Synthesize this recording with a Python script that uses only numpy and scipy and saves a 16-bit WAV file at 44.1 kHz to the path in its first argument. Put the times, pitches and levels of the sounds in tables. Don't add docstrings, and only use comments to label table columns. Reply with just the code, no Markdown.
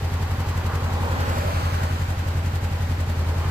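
import sys
import numpy as np
from scipy import signal
from scipy.io import wavfile
from scipy.ndimage import map_coordinates

SR = 44100
rng = np.random.default_rng(int(sys.argv[2]) if len(sys.argv) > 2 else 0)


def pcm_store(signal):
    levels = np.round(np.clip(np.atleast_2d(signal), -1, 1) * 32767)
    wavfile.write(sys.argv[1], SR, levels.astype(np.int16).T)


def volts_from_db(level):
    exponent = np.asarray(level, float) / 20
    return 10 ** exponent


N = 154350
LEFT_RIGHT = np.array([[1], [-1]])


def rms_one(x):
    return x / np.sqrt(np.mean(x ** 2) + 1e-20)


def in_time(rows, t):
    s, *columns = np.transpose(rows)
    return [np.interp(t, s, c) for c in columns]


def at_hz(points, hz):
    point_hz, value = np.array(points)[:, :2].T
    return np.interp(np.log(hz), np.log(point_hz), value)


def drift(rate_hz):
    r = np.exp(-2 * np.pi * rate_hz * 40 / SR)
    settle = 2000
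    slow = signal.lfilter([1], [1, -2 * r, r * r], rng.standard_normal(N // 40 + 2 + settle))[settle:]
    return np.interp(np.arange(N) / 40, np.arange(len(slow)), rms_one(slow))


def lagged(x, lag_ms):
    i = np.arange(N)
    half = lag_ms * SR / 2000
    left = map_coordinates(x, [i - half], mode="mirror")
    right = map_coordinates(x, [i + half], mode="mirror")
    return np.array([left, right])


def bands(channels):
    white = rng.standard_normal((2, channels, N))
    edges = 25 * 2 ** np.arange(0, 9.5, 1 / 3)
    for k, (low, high) in enumerate(zip(edges, edges[1:])):
        sos = signal.butter(2, [low, high], "band", fs=SR, output="sos")
        yield np.sqrt(low * high), signal.sosfilt(sos, white[k % 2])


# time_s, speed_rpm
CRANK_SPEED = [(0.0, 1319.2), (0.258, 1330.6), (0.273, 1387.6), (0.699, 1358.7), (0.858, 1318.5),
               (0.86, 1295.0), (1.169, 1340.0), (1.468, 1359.7), (1.627, 1319.6), (1.845, 1307.6),
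               (2.104, 1372.4), (2.319, 1322.6), (2.398, 1295.6), (2.567, 1351.2), (2.865, 1318.6),
               (3.102, 1312.5), (3.169, 1224.5), (3.5, 1328.2)]


def crank_rpm(lead):
    return in_time(CRANK_SPEED, np.arange(-lead, N) / SR)[0]


def cycles(lead):
    cycle_at_start = .7582
    turned = np.cumsum(crank_rpm(lead) / 120 / SR)
    return turned - turned[lead] + cycle_at_start


def valve_pulses(lead):
    second_after, open_for = .233, .323
    second_db, shut_db, exhaust_db = -1.1, -6.2, 0.5
    firing_spread_db, pulse_hz = .5, 200
    cycle = cycles(lead)
    pulses = np.full(N + lead, 1e-18)
    for after, db in ((0, 0), (second_after, second_db)):
        chance_db = rng.normal(0, firing_spread_db, (60, 2))
        for shut, gain in enumerate((1, -volts_from_db(shut_db))):
            at = np.flatnonzero(np.diff(np.floor(cycle - after - shut * open_for)))
            pulses[at] += gain * volts_from_db(exhaust_db + db + chance_db[:len(at), shut])
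    soft = np.exp(-2 * np.pi * pulse_hz / SR)
    return signal.lfilter([(1 - soft) ** 2], [1, -2 * soft, soft ** 2], pulses)


# pitch_hz, level_db, t60_s, sign [+1 or -1]
MUFFLER_MODES = [
    (79.9, -11.5, .194, -1),
    (45.5, -20.0, .115, -1),
    (140.4, -24.5, .2, 1),
    (200, -35, .1, 1),
    (236, -36, .1, -1),
]


def exhaust():
    sharper_db_per_rpm, idle_rpm = .03, 1330
    mode_spread_db, pipe_cut_hz = 1.2, 84.4
    pan_db, lag_ms = 0.17, 0.069
    lead = SR // 2
    pulses = valve_pulses(lead)
    sharper_db = sharper_db_per_rpm * (crank_rpm(lead) - idle_rpm)
    out = 0
    for hz, db, t60, sign in MUFFLER_MODES:
        octaves_up = max(0, np.log2(hz / 75))
        chance_db = mode_spread_db * np.pad(drift(8), (lead, 0))
        struck = pulses * volts_from_db(octaves_up * (chance_db + sharper_db))
        r, w = volts_from_db(-60 / (t60 * SR)), 2 * np.pi * hz / SR
        ring = signal.lfilter([0, np.sin(w)], [1, -2 * r * np.cos(w), r * r], struck)
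        out = out + sign * volts_from_db(db) * ring
    pipe = signal.butter(2, pipe_cut_hz, "high", fs=SR, output="sos")
    out = signal.sosfilt(pipe, out)[lead:]
    return lagged(out, lag_ms) * volts_from_db(pan_db * LEFT_RIGHT)


# top [share of cycle], width [share of cycle], level_db
HISS_SWELLS = [(.28, 0.049, 3), (0.27, 0.37, 4)]
# pitch_hz, share
SWELL_FOLLOWING = [(300, 0.59), (1200, 0.34), (4000, 0.77), (9000, 1.53), (15000, 1.15)]
# pitch_hz, level_db [per Hz]
ENGINE_SPECTRUM = [(200, 1.5), (300, -6.5), (450, -7.5), (780, -4.5), (1050, -13.5), (1500, -10),
                   (4500, -23), (15500, -31.5)]
# pitch_hz, likeness [-1..1]
CORRELATION = [(60, 1.0), (130, 1), (290, 0.97), (640, 0.42), (1410, 0.21), (3100, 0.003), (6820, -0.23),
               (15000, -0.11)]
# pitch_hz, level_db
LEFT_OVER_RIGHT = [(60, -17), (180, 0), (550, -2), (1650, 1), (4970, -1), (15000, 2)]


def engine_noise(patchy_db, uneven):
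    level_db = -34
    cycle = cycles(0)
    swell_db = 0
    for top, width, db in HISS_SWELLS:
        from_top = (cycle - top + .5) % 1 - .5
        swell_db = swell_db + db * np.exp(-.5 * (from_top / width) ** 2)
    swell_db = (swell_db - swell_db.mean()) * (1 + uneven * drift(6)) + .5 * drift(40)
    out = 0
    for hz, (mid, side) in bands(channels=2):
        alike = at_hz(CORRELATION, hz)
        lean_db = at_hz(LEFT_OVER_RIGHT, hz) / 2
        bass_loss_db = 24 * max(0, np.log2(ENGINE_SPECTRUM[0][0] / hz))
        db = at_hz(ENGINE_SPECTRUM, hz) - bass_loss_db
        db = db + at_hz(SWELL_FOLLOWING, hz) * swell_db + patchy_db * drift(2.8)
        pair = np.sqrt(1 + alike) * mid + np.sqrt(1 - alike) * side * LEFT_RIGHT
        out = out + volts_from_db(db) * volts_from_db(lean_db * LEFT_RIGHT) * pair
    return volts_from_db(level_db) * rms_one(out)


# time_s, level_db, brightness [dB per octave], body boom [dB], left lag [ms]
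PASSING_CAR = [(0, -42, -1.5, -3, 0.092), (.4, -38, 0.5, -3.5, 0.067), (.7, -33.5, -2, -8.5, 0.038),
               (1.05, -32, -0.5, -1, 0.217), (1.3, -30, .5, 1, 0.372), (1.47, -33, 1.5, 3, 0.43),
               (1.6, -32.5, 1, 2, 0.46), (1.85, -33.5, 1, -2, 0.49), (2.2, -40.5, 0, -10, 0.36),
               (2.9, -44, -2, -9, 0.4), (3.25, -41.5, -1, 2.5, 0.094), (3.5, -36, 0, -0.5, 0.072)]
# pitch_hz, level_db [per Hz]
TYRE_SPECTRUM = [(200, 3.5), (330, -7), (550, -0.5), (1000, -3), (1300, -4.5), (2500, -15.5), (5000, -24),
                 (15000, -33.5)]


def traffic(patchy_db):
    scattered, boom_below_hz = 0.39, 650
    level_db, tilt_db, boom_db, lag_ms = in_time(PASSING_CAR, np.arange(N) / SR)
    out = 0
    for hz, noise in bands(channels=3):
        bass_loss_db = 26 * max(0, np.log2(TYRE_SPECTRUM[0][0] / hz))
        db = at_hz(TYRE_SPECTRUM, hz) - bass_loss_db + tilt_db * np.log2(hz / 800)
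        db = db + boom_db / (1 + (hz / boom_below_hz) ** 6) + patchy_db * drift(2.9)
        out = out + noise * volts_from_db(db)
    out = rms_one(out)
    direct = np.sqrt(1 - scattered) * lagged(out[0], lag_ms)
    return volts_from_db(level_db) * (direct + np.sqrt(scattered) * out[1:])


# time_s, pitch_hz, level_db
TYRE_HUM = [
    (0, 430, -59),
    (.6, 440, -50),
    (.75, 450, -41),
    (.95, 470, -49),
    (1.15, 520, -38),
    (1.35, 560, -37.5),
    (1.48, 600, -32),
    (1.6, 600, -56),
    (3.5, 600, -70),
]


def hum():
    width_hz = 46
    t = np.arange(N) / SR
    hz, db = in_time(TYRE_HUM, t)
    lag_ms = in_time(PASSING_CAR, t)[3]
    low_pass = signal.butter(2, width_hz, fs=SR, output="sos")
    a, b = signal.sosfilt(low_pass, rng.standard_normal((2, N)))
    phase = 2 * np.pi * np.cumsum(hz) / SR
    tone = rms_one(a * np.cos(phase) + b * np.sin(phase))
    return volts_from_db(db) * lagged(tone, lag_ms)


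def rumble():
    level_db, low_hz, high_hz = -43.5, 35, 170
    sos = signal.butter(2, [low_hz, high_hz], "band", fs=SR, output="sos")
    mid, side = signal.sosfilt(sos, rng.standard_normal((2, N)))
    return volts_from_db(level_db) * rms_one(mid + 0.21 * side * LEFT_RIGHT)


def scene():
    motorcycle = exhaust() + engine_noise(patchy_db=0.28, uneven=0.37)
    car = traffic(patchy_db=1.55) + hum()
    return motorcycle + car + rumble()


def band_limit(x):
    return signal.sosfilt(signal.butter(12, 15940, fs=SR, output="sos"), x)


# pitch_hz, width_hz, level_db
MIC_COLOUR = [(8700, 840, -5), (9660, 1230, -3), (777, 150, 3.5), (4460, 390, 3.5), (712, 57, -11),
              (7770, 700, 2.5), (1060, 120, 2.5), (10600, 300, -0.5)]


def record(dry):
    top_hz = 15560
    for hz, width_hz, db in MIC_COLOUR:
        w, a = 2 * np.pi * hz / SR, volts_from_db(db / 2)
        q = np.tan(np.pi * width_hz / SR)
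        zeros = [1 + q * a, -2 * np.cos(w), 1 - q * a]
        poles = [1 + q / a, -2 * np.cos(w), 1 - q / a]
        dry = signal.lfilter(zeros, poles, dry)
    mix = signal.sosfilt(signal.ellip(12, .3, 70, top_hz, fs=SR, output="sos"), dry)
    return band_limit(mix)


dry = scene()
out = record(dry)
pcm_store(out)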